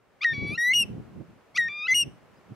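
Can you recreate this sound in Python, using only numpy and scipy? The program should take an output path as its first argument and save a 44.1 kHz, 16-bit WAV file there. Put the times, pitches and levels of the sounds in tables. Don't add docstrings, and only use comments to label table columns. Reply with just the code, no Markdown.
import sys
import numpy as np
from scipy import signal
from scipy.fft import rfft, irfft
from scipy.io import wavfile

SR = 44100
rng = np.random.default_rng(int(sys.argv[2]) if len(sys.argv) > 2 else 0)


def transcribe(signal):
    frames = np.atleast_2d(signal).T
    limited = np.clip(frames, -1, 1)
    pcm = np.round(limited * 32767).astype(np.int16)
    wavfile.write(sys.argv[1], SR, pcm)


N = 112454
CUTOFF_HZ = 15700


def amp(db):
    return 10 ** (np.asarray(db) / 20)


def unit_rms(x):
    return x / np.sqrt(np.mean(x ** 2) + 1e-20)


def at_hz(points, hz):
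    table_hz, values = np.transpose(points)
    return np.interp(np.log(hz), np.log(table_hz), values)


def shaped(x, points):
    size = x.shape[-1]
    hz = np.maximum(np.arange(size // 2 + 1) * SR / size, 1)
    return irfft(rfft(x) * amp(at_hz(points, hz)) * np.minimum(hz / points[0][0], 1) ** 2, size)


def highpass(x, hz, order=1):
    return signal.sosfilt(signal.butter(order, hz, "high", fs=SR, output="sos"), x)


def drift(rate_hz, size):
    pole = np.exp(-2 * np.pi * rate_hz / SR)
    noise = rng.standard_normal(size + 8000)
    return unit_rms(signal.lfilter([1], [1, -2 * pole, pole * pole], noise)[8000:])


def countryside_hiss(level_db=-54.5):
    # (frequency [Hz], spectral level [dB])
    colour = [(24, -54), (40, -12.5), (333, -12), (387, -8), (670, -10.5), (926, -14), (1080, -13.5),
              (2770, -23.5), (3390, -29), (15500, -44.5)]
    # (frequency [Hz], correlation [0..1])
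    likeness = [(60, 0.23), (130, 0.23), (290, 0.58), (640, 0.55), (1410, 0.63), (3100, 0.4), (6820, 0.067),
                (15000, 0.28)]
    # (time [s], gain [dB])
    swell = [(0, -11), (.2, -7), (0.899, -1.3), (1.399, -5), (2.55, -3)]
    mid, side = rfft(shaped(rng.standard_normal((2, N)), colour))
    alike = np.clip(at_hz(likeness, np.arange(len(mid)) * SR / N + 1), 0, 1)
    mid, side = mid * np.sqrt(1 + alike), side * np.sqrt(1 - alike)
    swell_db = np.interp(np.arange(N) / SR, *np.transpose(swell))
    return amp(level_db + swell_db) * unit_rms(irfft(np.array([mid + side, mid - side]), N))


def far_bird(start_s=2.356, length_s=.04, from_hz=4750, to_hz=5200, level_db=-72):
    progress = np.clip((np.arange(N) / SR - start_s) / length_s, 0, 1)
    hz = from_hz + (to_hz - from_hz) * progress
    return amp(level_db) * np.sin(np.pi * progress) * np.sin(2 * np.pi * np.cumsum(hz) / SR)


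def wind_on_microphone(lump_db=2.5, lump_hz=24.7, brightening=.39, neutral_db=-39.5):
    # (time [s], level [dB], left minus right [dB])
    gusts = [(0, -71.5, 0.5), (.22, -73, -4), (0.329, -37.5, -5), (.38, -39.5, 4.5), (.46, -32, 1.5),
             (.53, -32.5, 5.5), (.62, -64, 0.5), (.82, -40.5, -4), (.97, -34.5, -5), (1.041, -46.5, 2.5),
             (1.15, -46, 0), (1.211, -36.5, -11.5), (1.259, -55.5, -0.5), (1.36, -54, 6), (1.451, -77, -4),
             (1.62, -46, 1), (1.689, -53.5, 7.5), (1.842, -73.5, -7.5), (1.95, -41, -2), (2.0, -53.5, -2.5),
             (2.05, -40.5, 4), (2.082, -38.5, -4), (2.149, -54.5, 2.5), (2.41, -66, -7.5),
             (2.501, -52.5, -8.5), (2.525, -38.5, -7.5), (2.55, -64, 2)]
    # (frequency [Hz], spectral level [dB])
    buffet = [(15, -52.5), (25, -17), (119, 0), (176, -1), (345, -10), (401, -13), (619, -26.5), (900, -31),
              (1170, -66), (1980, -120)]
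    # (time [s], rough peak level [dB])
    hits = [(0.334, -37), (0.381, -25), (0.437, -25.5), (0.496, -23.5), (0.903, -27.5), (0.953, -27),
            (0.983, -26), (1.205, -32.5), (2.08, -33.5), (2.521, -33)]
    times, *columns = np.transpose(gusts)
    gust_db, pan_db = [np.interp(np.arange(N) / SR, times, c) for c in columns]
    mid, side = rng.standard_normal((2, N))
    side = highpass(side, hz=97.1)
    lumps = drift(lump_hz, N) + .74 * np.array([drift(lump_hz, N), drift(lump_hz, N)])
    rumble = unit_rms(shaped(np.array([mid + side, mid - side]) * amp(lump_db * lumps), buffet))
    rumble += highpass(rumble, hz=300, order=2) * (amp(brightening * (gust_db - neutral_db)) - 1)
    hit_s, hit_db = np.transpose(hits)
    clicks = np.zeros(N)
    clicks[(hit_s * SR).astype(int)] = amp(hit_db) * rng.choice([-1, 1], len(hits))
    thumps = shaped(shaped(clicks, buffet), buffet)
    thumps *= np.abs(clicks).max() / np.abs(thumps).max()
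    return amp(pan_db * np.array([[.5], [-.5]])) * (amp(gust_db) * rumble + thumps)


def meadow_echo(voice, level_db=-30, t60_s=.32, delay_s=.014, blur_hz=190):
    t = np.arange(SR // 2) / SR
    tail = rng.standard_normal((2, len(t))) * amp(-60 * t / t60_s) * (t > delay_s)
    tail /= np.linalg.norm(tail, axis=1, keepdims=True)
    blurred = voice[None] * drift(blur_hz, N)
    return amp(level_db) * signal.fftconvolve(blurred, tail, axes=1)[:, :N]


def rasp(main_db, hoarse_db):
    # (frequency [Hz], spectral level [dB])
    colour = [(1500, -14), (2500, 0), (4500, 0), (6300, -14), (7300, -40), (10500, -32), (13500, -62)]
    noise = unit_rms(shaped(rng.standard_normal(len(main_db)), colour))
    return amp(main_db + 2 * hoarse_db + 12) * noise / np.sqrt(2)


def subharmonics(t, hz, phase, fade_in_s=.005, fade_out_s=.016):
    # (start [s], end [s], period [cycles], level [dB])
    splits = [(0.318, 0.554, 2, -59), (1.878, 1.92, 3, -41)]
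    # (frequency [Hz], gain [dB])
    colour = [(1300, -14), (2000, -16.5), (2800, -9.5), (3400, -2), (4100, 2), (4800, -9.5), (5500, -21.5),
              (6800, -15), (7600, -62.5)]
    lines = np.zeros(len(t))
    for start, end, cycles, db in splits:
        gate = np.clip(np.minimum((t - start) / fade_in_s, (end - t) / fade_out_s), 0, 1)
        for ratio in [j / cycles for j in range(1, 7 * cycles) if j % cycles]:
            sine = np.sin(ratio * phase + rng.uniform(0, 2 * np.pi))
            lines += gate * amp(db + at_hz(colour, ratio * hz)) * sine
    return lines


def harmonics(hz, phase, group_db, hoarse_db, tone_db, treble_hz=7100, weak_db=-54):
    # (frequency [Hz], gain [dB])
    windpipe = [(1150, -11.5), (1500, 7), (6600, -4), (7400, -19), (8400, -10), (12000, -3.5),
                (13000, -23.5)]
    numbers = np.arange(1, len(tone_db) + 1)
    middle_hz = np.median(hz)
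    groups = np.where(numbers <= 1 + np.argmax(tone_db), 0, np.where(numbers * middle_hz < treble_hz, 1, 2))
    tone = np.zeros(len(hz))
    for n, db, group in zip(numbers, tone_db, groups):
        share = amp(db) / np.linalg.norm(amp(tone_db[groups == group]))
        weakness = (group > 0) * np.clip(db / weak_db, 0, 1)
        waver_db = 7.5 * weakness * drift(rate_hz=21.3, size=len(hz))
        flutter = 1 + (1.2 * amp(hoarse_db) + .5 * weakness ** 3) * drift(rate_hz=250, size=len(hz))
        windpipe_db = at_hz(windpipe, n * hz) - at_hz(windpipe, n * middle_hz)
        sine = np.sin(n * phase + rng.uniform(0, 2 * np.pi)) * (n * hz < CUTOFF_HZ)
        tone += share * flutter * amp(group_db[group] + waver_db + windpipe_db) * sine
    return tone


def note(contour, tone_db, attack_s=.0022, release_s=.002, jitter_hz=300, jitter_rad=.7):
    times, *columns = np.transpose(contour)
    first = int((times[0] - attack_s) * SR)
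    t = np.arange(first, int((times[-1] + release_s) * SR)) / SR
    hz, *group_db, hoarse_db = [np.interp(t, times, c) for c in columns]
    phase = 2 * np.pi * np.cumsum(hz) / SR + jitter_rad * amp(hoarse_db) * drift(jitter_hz, len(t))
    sound = rasp(group_db[0], hoarse_db)
    sound += harmonics(hz, phase, group_db, hoarse_db, np.array(tone_db))
    sound += subharmonics(t, hz, phase)
    edge = np.clip(np.minimum((t - t[0]) / attack_s, (t[-1] - t) / release_s) / 2, 0, 1)
    voice = np.zeros(N)
    voice[first:first + len(t)] = np.sqrt(2) * np.sin(np.pi / 2 * edge) ** 2 * sound
    return voice


def wading_bird():
    # (time [s], pitch [Hz], main tone level [dB],
    # lower overtone level [dB], treble overtone level [dB], hoarseness [dB])
    start = [
        [(.208, 1015, -50.5, -85.5, -95, -44), (.212, 1060, -39.5, -58.5, -101, -35.5),
         (.218, 1171, -33.5, -37, -72.5, -28), (.225, 1210, -30.5, -38, -62, -21.5),
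         (.234, 1256, -26, -43.5, -81, -9.5), (.24, 1270, -27.5, -38.5, -75, -22.5),
         (.245, 1526, -30.5, -32, -79, -7.5)],
        [(1.544, 1026, -63.5, -69, -84.5, -41), (1.552, 1116, -44, -48.5, -73.5, -31),
         (1.559, 1157, -36, -40, -58.5, -33), (1.564, 1230, -32.5, -33, -54, -12.5),
         (1.57, 1226, -27, -46, -71.5, -15), (1.576, 1451, -32, -26, -65.5, -6.5),
         (1.579, 1720, -33, -33.5, -92, -21)],
    ]
    whistle = [
        [(.244, 2075, -36, -48, -80, -25), (.248, 1909, -16, -47, -70, -31),
         (.274, 1852, -22.5, -44.5, -76, -28.5), (.29, 1848, -23.5, -45.5, -76, -36),
         (.326, 1813, -29, -45.5, -82, -25), (.334, 1804, -36, -48, -91, -26)],
        [(1.579, 2032, -25, -44, -67.5, -26), (1.584, 1945, -17.5, -37, -57, -36.5),
         (1.591, 1912, -18, -44, -54, -23), (1.61, 1877, -22, -41.5, -55, -37.5),
         (1.631, 1857, -26.5, -42, -65.5, -27.5), (1.679, 1839, -29, -51, -86.5, -33.5),
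         (1.687, 1897, -34.5, -48.5, -91, -39)],
    ]
    low = [
        [(.333, 1196, -34, -57, -81.5, -39), (.338, 1132, -35, -48, -78, -26.5),
         (.427, 1132, -34.5, -53.5, -84.5, -29), (.501, 1144, -34, -47.5, -64, -26),
         (.525, 1187, -33, -52, -62, -29), (.541, 1234, -33.5, -52.5, -67, -29),
         (.557, 1364, -36.5, -40.5, -74, -39.5), (.566, 1385, -41.5, -52, -80, -32.5),
         (.573, 1469, -50.5, -62, -86.5, -32.5)],
        [(1.685, 1213, -33.5, -59.5, -84, -23), (1.691, 1169, -36.5, -46.5, -75, -26),
         (1.75, 1199, -36.5, -48.5, -83, -38), (1.807, 1218, -35, -45.5, -89.5, -43),
         (1.825, 1221, -32.5, -43, -77.5, -39), (1.865, 1304, -30.5, -41.5, -88.5, -38),
         (1.871, 1374, -31, -43.5, -89, -28.5), (1.878, 1603, -43, -51.5, -94, -19)],
    ]
    rising = [
        [(.576, 1946, -33, -54.5, -78, -40), (.582, 1863, -26, -42.5, -64, -27.5),
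         (.618, 1898, -24, -43, -50.5, -61), (.682, 1978, -21, -40.5, -51.5, -61.5),
         (.712, 2050, -19, -43.5, -61, -53.5), (.721, 2100, -18.5, -40.5, -58.5, -41),
         (.727, 2185, -23.5, -55.5, -77.5, -23.5), (.734, 2200, -24.5, -43.5, -80, -23),
         (.742, 2024, -45, -71, -90, -25)],
        [(1.879, 2080, -37.5, -66.5, -79.5, -35.5), (1.884, 2020, -22.5, -52.5, -83.5, -41),
         (1.911, 2032, -19.5, -45, -54.5, -31), (1.922, 2051, -17, -38.5, -54, -36),
         (1.933, 2090, -19.5, -35.5, -54, -39.5), (1.938, 2207, -25.5, -64, -67, -14.5),
         (1.943, 2148, -27, -39.5, -74, -19.5), (1.949, 2150, -49, -67.5, -86, -24.5)],
    ]
    high = [
        [(.731, 2726, -43, -60, -65.5, -23), (.736, 2807, -21, -37, -40.5, -24),
         (.748, 2869, -21, -34.5, -44, -19), (.765, 2885, -20, -26, -38.5, -57),
         (.803, 2839, -20.5, -32.5, -33.5, -60.5), (.828, 2765, -24.5, -38.5, -37, -57),
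         (.838, 2632, -30, -47.5, -51, -45.5), (.848, 2780, -51, -68.5, -64, -53.5)],
        [(1.941, 2734, -51, -48, -66.5, -24), (1.946, 2832, -23.5, -34, -33.5, -18.5),
         (1.957, 2891, -21.5, -29, -32, -52), (2.017, 2834, -22, -29.5, -33.5, -64),
         (2.031, 2782, -27.5, -34.5, -42.5, -57.5), (2.038, 2662, -34.5, -49, -58, -49.5),
         (2.046, 2640, -63, -73, -77, -43)],
    ]
    # (1st [dB], 2nd [dB], ...)
    start_tones = [
        [-14.5, 0, -1, -8, -22.5, -31, -67, -59, -37, -62],
        [-14.5, 0.0053, -8.5, -4.5, -8, -40, -42, -26, -42.5, -31],
    ]
    whistle_tones = [
        [0, -22, -37, -57.5, -54, -57],
        [0, -19, -26.5, -53.5, -45.5, -43.5],
    ]
    low_tones = [
        [-20.5, 4, -16, -21, -30, -49.5, -64.5, -41, -43.5, -54.5],
        [-16, 1, -10, -20.5, -35.5, -52.5, -57.5, -58],
    ]
    rising_tones = [
        [0, -20, -21, -42.5, -30.5, -34.5, -63.5, -63],
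        [0, -39, -32.5, -49.5, -47.5, -51.5],
    ]
    high_tones = [
        [0, -13.5, -17, -22, -48.5],
        [0, -8, -7.5, -18, -52.5],
    ]
    notes = [(start, start_tones), (whistle, whistle_tones), (low, low_tones),
             (rising, rising_tones), (high, high_tones)]
    return sum(note(contours[call], tones[call]) for contours, tones in notes for call in range(2))


def scene():
    # (frequency [Hz], left minus right [dB])
    pan = [(1200, 1.5), (2000, 2), (2900, 1.5), (4000, 2.5), (5700, 0.43), (8500, 3.5), (11500, 1.1)]
    voice = wading_bird()
    direct = np.array([shaped(voice, [(hz, side * db / 2) for hz, db in pan]) for side in (1, -1)])
    return direct + meadow_echo(voice) + wind_on_microphone() + countryside_hiss() + far_bird()


def record(dry):
    thinned = highpass(dry, hz=69)
    return signal.sosfilt(signal.ellip(10, .5, 70, CUTOFF_HZ, fs=SR, output="sos"), thinned)


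dry = scene()
out = record(dry)
transcribe(out)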